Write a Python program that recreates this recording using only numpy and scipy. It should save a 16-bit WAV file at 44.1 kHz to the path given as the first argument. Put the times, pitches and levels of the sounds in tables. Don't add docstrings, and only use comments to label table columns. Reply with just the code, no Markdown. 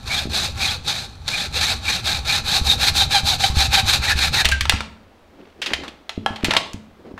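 import sys
import numpy as np
from scipy import signal
from scipy.fft import rfft, irfft
from scipy.io import wavfile
from scipy.ndimage import uniform_filter1d

SR = 44100
rng = np.random.default_rng(int(sys.argv[2]) if len(sys.argv) > 2 else 0)


def master_out(mix):
    frames = np.transpose(np.atleast_2d(mix))
    ceiling = np.clip(frames, -1, 1)
    pcm = np.round(ceiling * 32767).astype(np.int16)
    wavfile.write(sys.argv[1], SR, pcm)


N = 317079
TIME = np.arange(N) / SR

# start, end, attack and release in seconds,
# rasp of the teeth in dB, blade ring in dB relative to it (both before the trims).
STROKES = [(0.039, 0.277, 0.13, 0.11, -21, -4), (0.29, 0.535, 0.064, 0.11, -21, -7),
           (0.543, 0.795, 0.087, 0.11, -21.5, -5.5), (0.825, 1.115, 0.059, 0.18, -26, -7),
           (1.25, 1.497, 0.078, 0.059, -24, -5), (1.512, 1.791, 0.076, 0.096, -20.5, -4.5),
           (1.803, 2.019, 0.092, 0.068, -22, -4), (2.025, 2.218, 0.054, 0.093, -20, -5),
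           (2.24, 2.425, 0.055, 0.06, -20.5, -4.5), (2.432, 2.613, 0.069, 0.032, -18.0, -7.5),
           (2.625, 2.771, 0.046, 0.056, -16, -9.5), (2.77, 2.932, 0.063, 0.048, -16, -5),
           (2.92, 3.075, 0.052, 0.074, -16.5, -8.5), (3.083, 3.221, 0.041, 0.035, -20, -5),
           (3.229, 3.375, 0.071, 0.035, -17, -10.5), (3.378, 3.539, 0.06, 0.11, -18, -9.5),
           (3.535, 3.685, 0.053, 0.027, -18.5, -6.5), (3.695, 3.832, 0.055, 0.045, -16.0, -2.5),
           (3.841, 4.0, 0.049, 0.062, -16.0, -5.5), (4.01, 4.15, 0.038, 0.039, -19, -0.5),
           (4.153, 4.308, 0.043, 0.061, -18, -3), (4.317, 4.436, 0.046, 0.027, -17, -3)]


def from_db(db):
    return 10 ** (np.asarray(db) / 20)


def rms_one(x):
    return x / np.sqrt(np.mean(x ** 2) + 1e-20)


def in_time(rows):
    seconds, *columns = np.transpose(rows)
    return [np.interp(TIME, np.sort(seconds), column) for column in columns]


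def at_hz(points, hz):
    table_hz, values = np.array(points)[:, 0], np.array(points)[:, 1]
    return np.interp(np.log(np.maximum(hz, 1)), np.log(table_hz), values)


def colour(x, spectrum):
    bins_hz = np.arange(N // 2 + 1) * SR / N
    return rms_one(irfft(rfft(x) * from_db(at_hz(spectrum, bins_hz)), N))


def band(x, low_hz, high_hz, order=2):
    edges_hz = [low_hz, min(high_hz, SR / 2 - 1000)]
    sections = signal.butter(order, edges_hz, "band", fs=SR, output="sos")
    return signal.sosfilt(sections, x + 1e-18)


def drift(rate):
    return rms_one(np.interp(TIME * rate, np.arange(N // 8), rng.standard_normal(N // 8)))


def resonance(x, hz, width_hz):
    r = np.exp(-np.pi * width_hz / SR)
    poles = [1, -2 * r * np.cos(2 * np.pi * hz / SR), r * r]
    return signal.lfilter(np.array([1, 0, -1]) * (1 - r * r) / 2, poles, x)


def gliding_resonance(x, hz, width_hz):
    turn = np.exp(2j * np.pi * np.cumsum(hz) / SR)
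    r = np.exp(-np.pi * width_hz / SR)
    return 2 * np.real(turn * signal.lfilter([1 - r], [1, -r], x / turn))


def ring(clicks, hz, t60):
    r, w = np.exp(-np.log(1000) / (t60 * SR)), 2 * np.pi * hz / SR
    return signal.lfilter([0, np.sin(w)], [1, -2 * r * np.cos(w), r * r], clicks + 1e-18)


def add(out, s, sound):
    start = max(round(s * SR), 0)
    out[start:start + len(sound)] += sound[:max(N - start, 0)]


def struck(blows, modes):
    spread_db = 1.5
    out = np.zeros(N)
    luck = rng.standard_normal((len(blows), len(modes)))
    for k, (hz, mode_db, t60) in enumerate(modes):
        clicks = np.zeros(N)
        for (s, db), chance in zip(blows, luck[:, k]):
            add(clicks, s, from_db([db + mode_db + spread_db * chance]))
        out += ring(clicks, hz, t60)
    return out


def quiet_room():
    # frequency in Hz, relative level in dB per Hz.
    spectrum = [(25, -7), (45, -6), (90, -2.5), (125, -26), (220, -8.5), (600, -11.5), (1400, -18.5),
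                (4200, -28.5), (6500, -37), (10000, -42.5), (15000, -44)]
    return from_db(-51.5) * colour(rng.standard_normal(N), spectrum)


def workshop(first_s=0.0029):
    # frequency in Hz, reverberation time in seconds.
    room_t60 = [(150, 0.88), (1000, 0.5), (3500, 0.39), (7000, 0.38), (14000, 0.14)]
    t, edges_hz = TIME[:SR * 3 // 4], np.geomspace(70, 17000, 10)
    white = rng.standard_normal((2, len(t)))
    tail = np.zeros(len(t))
    for k, (low, high) in enumerate(zip(edges_hz, edges_hz[1:])):
        t60 = at_hz(room_t60, np.sqrt(low * high))
        tail += band(white[k % 2], low, high) * np.exp(-np.log(1000) * t / t60)
    tail *= t > first_s
    return tail / np.sqrt(np.sum(tail ** 2))


def blade_position():
    done = sum(np.clip((TIME - start) / (end - start), 0, 1) for start, end, *_ in STROKES)
    return -np.cos(np.pi * done)


def stroke_levels():
    return in_time([(s, db, blade_db) for start, end, _, _, db, blade_db in STROKES for s in (start, end)])


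def slowing():
    corners = [corner for start, end, attack, release, _, _ in STROKES
               for corner in ((start, 1), (start + attack, 0), (end - release, 0), (end, 1))]
    return in_time(corners)[0] ** 1.79


def bench():
    # frequency in Hz, relative level in dB per Hz.
    rumble = [(12, -4.5), (20, -16.5), (33, -13), (59, 1.5), (75, 4), (124, -5), (157, -9), (182, -24),
              (221, -10.5), (300, -29), (390, -41.5), (660, -120)]
    # time in seconds, level in dB.
    rocks = [(1.49, -23), (1.741, -22.5), (2.184, -22), (2.614, -7), (2.921, -16), (3.234, -12.5),
             (3.5, -9), (3.569, -4), (3.855, -16.5), (3.999, -20.5), (4.155, -11), (4.458, -8.5),
             (4.519, -13), (4.613, -12), (4.735, -12), (5.74, -25), (6.438, -28.5)]
    # frequency in Hz, level in dB, 60 dB decay time in seconds.
    bench_modes = [(30.7, -12.5, 0.13), (69.2, -8.5, 0.51), (80.2, -14, 0.15), (149.6, -17.5, 0.077)]
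    tremble_db, at_turn_db = -13.5, 4
    settle_s, settle_db_per_s = 4.74, 153
    effort_db, _ = stroke_levels()
    sawn = TIME < STROKES[-1][1]
    reversing = slowing() * sawn * uniform_filter1d(1 - slowing(), SR // 6) * 2
    settling_db = settle_db_per_s * np.maximum(TIME - settle_s, 0)
    work = from_db(effort_db + tremble_db + at_turn_db * reversing - settling_db)
    return work * colour(rng.standard_normal(N), rumble) + struck(rocks, bench_modes)


def rubbing(swells, spectrum, rough_db, catches_per_s):
    swell = sum(from_db(db) * np.exp(-((TIME - s) / half) ** 2) for s, half, db in swells)
    roughness = from_db(rough_db * drift(catches_per_s))
    return swell * rms_one(roughness * colour(rng.standard_normal(N), spectrum))


def rustling():
    # middle in seconds, half length to 1/e in seconds, level in dB.
    rustles = [(5.392, 0.084, -43.5), (5.774, 0.15, -36.5), (7.087, 0.096, -42.5)]
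    # frequency in Hz, relative level in dB per Hz.
    spectrum = [(60, -18), (200, -0.5), (330, 4.5), (700, -9), (1500, -22.5), (4500, -33), (12000, -59)]
    return rubbing(rustles, spectrum, rough_db=4, catches_per_s=60)


def skittering():
    # middle in seconds, half length to 1/e in seconds, level in dB.
    skitters = [(5.46, .08, -55.5), (5.7, 0.063, -34), (6.53, 0.078, -26)]
    # frequency in Hz, relative level in dB per Hz.
    spectrum = [(200, -7.5), (800, -5), (1500, -3), (2700, -5), (4500, -15), (9000, -33.5), (15000, -43)]
    return rubbing(skitters, spectrum, rough_db=4.5, catches_per_s=300)


def bumps():
    # time in seconds, level in dB, length of the contact in seconds.
    thuds = [(0.255, -21, 0.00075), (0.272, -20, 0.0013), (4.737, -11, 0.0043), (6.177, -15, 0.0017),
             (6.305, -18.5, 0.0036), (6.436, -11.5, 0.0016), (6.484, -14, 0.00061), (6.49, -20, 0.00084),
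             (6.742, -17.5, 0.0038), (7.14, -29, 0.0012)]
    # frequency in Hz, level in dB, 60 dB decay time in seconds.
    top_modes = [(98.5, -9.5, 0.13), (218.4, -10, 0.33), (269, -3, 0.058), (331, -8, 0.048),
                 (408, -5.5, 0.028), (612, -11.5, .04)]
    pushes = np.zeros(N)
    for s, db, contact_s in thuds:
        push = np.hanning(max(round(contact_s * SR), 3))
        add(pushes, s, from_db(db) * push / push.sum())
    return sum(from_db(db) * ring(pushes, hz, t60) for hz, db, t60 in top_modes)


def hollow_clonk():
    # frequency in Hz, level in dB, 60 dB decay time in seconds.
    hollow_modes = [(788, 3.5, 0.045), (1700, 2, .057), (3230, 0, 0.046)]
    return struck([(6.2625, -15.5)], hollow_modes)


def knocks(rattle_db=-24, rattle_s=0.059):
    # time in seconds, #
    # clack in dB, body and edge in dB relative to it, 60 dB decay time in seconds (levels before the gains
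    contacts = [(3.4378, -7, -31.5, -5.5, 0.044), (4.4472, -8, -16, -11, 0.08),
                (4.4541, 3, -42, -10.5, 0.038), (4.4881, -11.5, -11, 4, 0.047),
                (4.5151, -7.5, -29, -7.5, 0.09), (4.6087, -2.5, -45, -4, 0.033),
                (4.6542, -9, -11, -18, 0.019), (4.6956, 7, -24, -5.5, 0.024),
                (4.7228, -10, -3.5, -20, 0.014), (4.806, -12, -9.5, -34, 0.024),
                (5.6174, -11, -23, -43, 0.12), (5.6606, -9, -24.5, -44, 0.086),
                (5.7343, -3.5, -22, -46, 0.04), (5.8353, -29, -4, -28, 0.13), (5.88, -21, -15, -30, 0.05),
                (6.0935, -10, -17, -35.5, 0.026), (6.2617, -10, 0, -44, 0.0094),
                (6.3592, -21, -16.5, -32, 0.063), (6.445, -5, -19, -7.5, 0.074),
                (6.5083, -3, -15.5, -41, 0.035), (6.537, -4.5, -7, -23, 0.018),
                (6.566, 1.5, -15.5, -35, 0.046), (6.733, -30, -38, 8.5, 0.038),
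                (7.1776, -46.5, 12.5, -21, 0.058)]
    # frequency in Hz, level in dB, 60 dB decay time in seconds.
    engine_modes = [(820, -27.5, 0.15), (899, -6.5, 0.06), (1105, -19, 0.1), (1350, -11, 0.11),
                    (1710, -13, 0.15), (3300, -31, 0.22), (4000, -19, 0.092)]
    out, t = np.zeros(N), TIME[:SR // 6]
    loose = from_db(rattle_db + 1.77 * drift(250))
    for s, clack_db, body_db, edge_db, t60 in contacts:
        noise = rng.standard_normal(len(t))
        crack = np.exp(-np.log(1000) * t / max(t60, .004))
        rattle = np.exp(-t / rattle_s) * np.roll(loose, -round(s * SR))[:len(t)]
        fade = crack + rattle
        body = from_db(body_db) * rms_one(band(noise, 553, 1840)) * fade
        clack = rms_one(band(noise, 1530, 3830)) * fade
        edge = from_db(edge_db) * rms_one(band(noise, 2200, 7500)) * crack ** 1.67
        add(out, s, from_db(clack_db) * (from_db(11) * body + clack + from_db(1) * edge))
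    weights = [(s, clack_db + body_db) for s, clack_db, body_db, _, _ in contacts]
    return from_db(-8.5) * out + from_db(-4) * struck(weights, engine_modes)


def twang(wide_s=0.013, wide_db=10):
    # frequency in Hz, level in dB, 60 dB decay time in seconds.
    blade_note = (1567, -21, 0.34)
    start_s, rise_s, sharp_hz = 4.52, .002, 60
    hz, db, t60 = blade_note
    t = np.maximum(TIME - start_s, 0)
    wide = np.exp(-t / wide_s)
    decay = np.exp(-np.log(1000) * t / t60) + from_db(wide_db) * wide
    swing = (1 - np.exp(-t / rise_s)) * decay
    phase = 2 * np.pi * np.cumsum(hz + sharp_hz * wide) / SR
    return from_db(db + 0.98 * drift(200)) * swing * np.sin(phase)


def chatter():
    # middle in seconds, half length to 1/e in seconds, pitch in Hz, glide in Hz per second, level in dB.
    squawks = [(3.02, 0.014, 795, -1200, -17.5), (3.162, 0.022, 803, -1500, -12.5),
               (3.335, 0.011, 748, -2500, -19.5), (3.447, 0.011, 775, 1504, -13.5),
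               (3.616, .018, 790, -1500, -19.5), (3.786, 0.027, 785, -400, -17)]
    # frequency in Hz, level of a harmonic there in dB.
    harmonics = [(790, 1), (1580, -8.5), (2370, -7.5), (3160, -5.5), (3900, 1), (4700, -8), (6200, -23.5),
                 (12000, -26)]
    jitter, rough_db = .025, 2.0
    out = np.zeros(N)
    waver, rough = 1 + jitter * drift(700), from_db(rough_db * drift(370))
    for s, half, hz, glide, db in squawks:
        on = np.abs(TIME - s) < np.pi * half
        t = TIME[on] - s
        phase = 2 * np.pi * np.cumsum((hz + glide * t) * waver[on]) / SR
        tone = sum(from_db(at_hz(harmonics, k * hz)) * np.sin(k * phase + 2 * np.pi * rng.random())
                   for k in range(1, 15))
        out[on] += from_db(db) * np.exp(-(t / half) ** 2) * rms_one(tone) * rough[on]
    return out


def whistles():
    # first and last time in seconds, start and end as shares of the stroke,
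    # start and end pitch in Hz, level in dB relative to the stroke's rasp setting.
    glides = [(0.15, 2.35, 0.23, 0.51, 2255, 2487, -1.5), (0.15, 1.4, 0.52, 0.71, 2920, 3950, -4.5),
              (0.95, 2.1, 0.12, 0.31, 4170, 3166, -3), (2.7, 3.0, 0.37, .84, 3804, 3620, 0),
              (4.08, 4.38, 0.42, 1, 1964, 1620, -2.5)]
    width_hz = 260
    out, wobble = np.zeros(N), drift(width_hz) + 1j * drift(width_hz)
    ends = [stroke[1] for stroke in STROKES]
    for first_s, last_s, opens, closes, from_hz, to_hz, db in glides:
        first, last = np.searchsorted(ends, [first_s, last_s])
        for start, end, _, _, rasp_db, _ in STROKES[first:last + 1:2]:
            part = ((TIME - start) / (end - start) - opens) / (closes - opens)
            on = (part > 0) & (part < 1)
            phase = 2 * np.pi * np.cumsum(from_hz + (to_hz - from_hz) * part[on]) / SR
            tone = np.real(wobble[on] * np.exp(1j * phase))
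            out[on] += from_db(rasp_db + db) * np.sin(np.pi * part[on]) * tone
    return out


def span_hz(position):
    middle_hz, travel = 705, .21
    return middle_hz / (1 + travel * position) ** 2


def blade_spans(force, position, far_db=-4):
    # multiple of its lowest note, width in Hz, level in dB.
    bending = [(2.76, 15, 7.5), (5.2, 43, 4.5), (8.9, 73, 0.5)]
    out = np.zeros(N)
    for multiple, width, db in bending:
        near = gliding_resonance(force, multiple * span_hz(position), width)
        far = gliding_resonance(force, multiple * span_hz(-position), width)
        out += from_db(db) * (near + from_db(far_db) * far)
    return out


def groan(position, drive_db, below_db=-23, width_hz=30):
    note = gliding_resonance(rng.standard_normal(N), span_hz(position), width_hz)
    return from_db(drive_db + below_db) * rms_one(band(note, 580, 2100))


def thrum(position, drive_db):
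    top_hz, level_off, wander = 845, 9, 0.051
    speed = np.abs(np.gradient(position)) * SR
    hz = top_hz * np.tanh(speed / level_off) * (1 + wander * drift(25))
    note = gliding_resonance(rng.standard_normal(N), hz, width_hz=64)
    return from_db(drive_db - 19) * rms_one(band(note, 280, 1400))


def snags():
    # time in seconds, rise over the stroke in dB.
    catches = [(.879, 7.5), (1.279, 14.5), (2.042, 8), (2.643, 2.5), (3.255, 5)]
    fade_s = 0.015
    return sum(db * (TIME > s) * np.exp(-np.abs(TIME - s) / fade_s) for s, db in catches)


def teeth(position, per_stroke=130, jitter=0.0987):
    grit, judder_db = .45, 1.3
    rate = per_stroke / 2 * np.abs(np.gradient(position))
    passed = np.cumsum(rate * (1 + jitter * drift(400)))
    chips = rng.standard_normal(N) * (1 + grit * np.cos(2 * np.pi * passed))
    return chips * from_db(judder_db * drift(220))


def sawing(sizzle_db=-20, sparkle_db=-20, treble_per_effort=.5, blade_trim_db=-0.83, rasp_trim_db=-0.26):
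    # frequency in Hz, relative level in dB per Hz.
    rasp_spectrum = [(120, -49.5), (200, -14), (548, -13), (683, -19.5), (791, 1.5), (950, -13.5),
                     (1710, -7.5), (1910, -9.5), (2420, -3.5), (2910, -8.5), (3830, 0.5), (5230, -9.5),
                     (11300, -21), (15100, -30), (16000, -48.5)]
    # frequency in Hz, width in Hz, level in dB.
    steel_modes = [(880, 89, -10.5), (1140, 40, -21.5), (1590, 31, -1), (1721, 58, 0.5), (2400, 140, -13),
                   (3725, 92, -3), (4163, 340, -3), (6190, 430, -3), (7320, 60, 5.5), (9300, 35, -22),
                   (9400, 65, -19), (11200, 40, 0), (10900, 51, -4), (10900, 64, -9.5), (12700, 100, -10)]
    turn_dip_db, rest_db = 24.5, 4
    frame_db, frame_follows = -12, 0.65
    case_db, case_follows = -37, 1
    thrum_follows = 0.57
    position = blade_position()
    force = colour(teeth(position), rasp_spectrum)
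    fixed_modes = sum(from_db(db) * resonance(force, hz, width) for hz, width, db in steel_modes)
    steel = force + fixed_modes + blade_spans(force, position)

    effort_db, blade_db = stroke_levels()
    standing = uniform_filter1d(1. * (np.gradient(position) == 0), SR // 16)
    dip_db = turn_dip_db * slowing() + rest_db * standing
    pressure_db = 1.63 * drift(50)
    rasp_db = effort_db - dip_db + snags() + pressure_db
    cutting = uniform_filter1d(1. * (TIME < STROKES[-1][1]), SR // 100)

    rasp = from_db(rasp_trim_db) * rms_one(band(steel, 3185, 10200, order=4))
    blade = from_db(blade_db + blade_trim_db) * rms_one(band(steel, 1258, 2720, order=4))
    frame_level = from_db(frame_db + (1 - frame_follows) * dip_db)
    frame = frame_level * rms_one(band(steel, 200, 1470, order=4))
    sizzle = from_db(sizzle_db) * rms_one(band(force, 11030, 17030, order=4))
    sparkle = from_db(sparkle_db) * rms_one(band(fixed_modes, 7400, 18000))
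    treble = from_db(treble_per_effort * (effort_db - effort_db.mean())) * (sizzle + sparkle)
    case = from_db(case_db - case_follows * dip_db) * rms_one(band(rng.standard_normal(N), 92, 200))
    notes = groan(position, effort_db - dip_db / 2) + thrum(position, effort_db - thrum_follows * dip_db)
    return cutting * (from_db(rasp_db) * (rasp + blade + frame + treble) + notes + case)


def scene():
    background = quiet_room() + bench()
    handling = rustling() + skittering()
    blows = bumps() + hollow_clonk() + knocks()
    saw = twang() + chatter() + whistles() + from_db(-1.58) * sawing()
    sent = from_db(-15.5) * saw + from_db(-11.5) * blows
    echo = signal.fftconvolve(sent, workshop())[:N]
    return (background + handling + blows + saw + echo)[None]


def record(dry):
    return signal.sosfilt(signal.ellip(10, .1, 80, 15700, fs=SR, output="sos"), dry)


dry = scene()
out = record(dry)
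master_out(out)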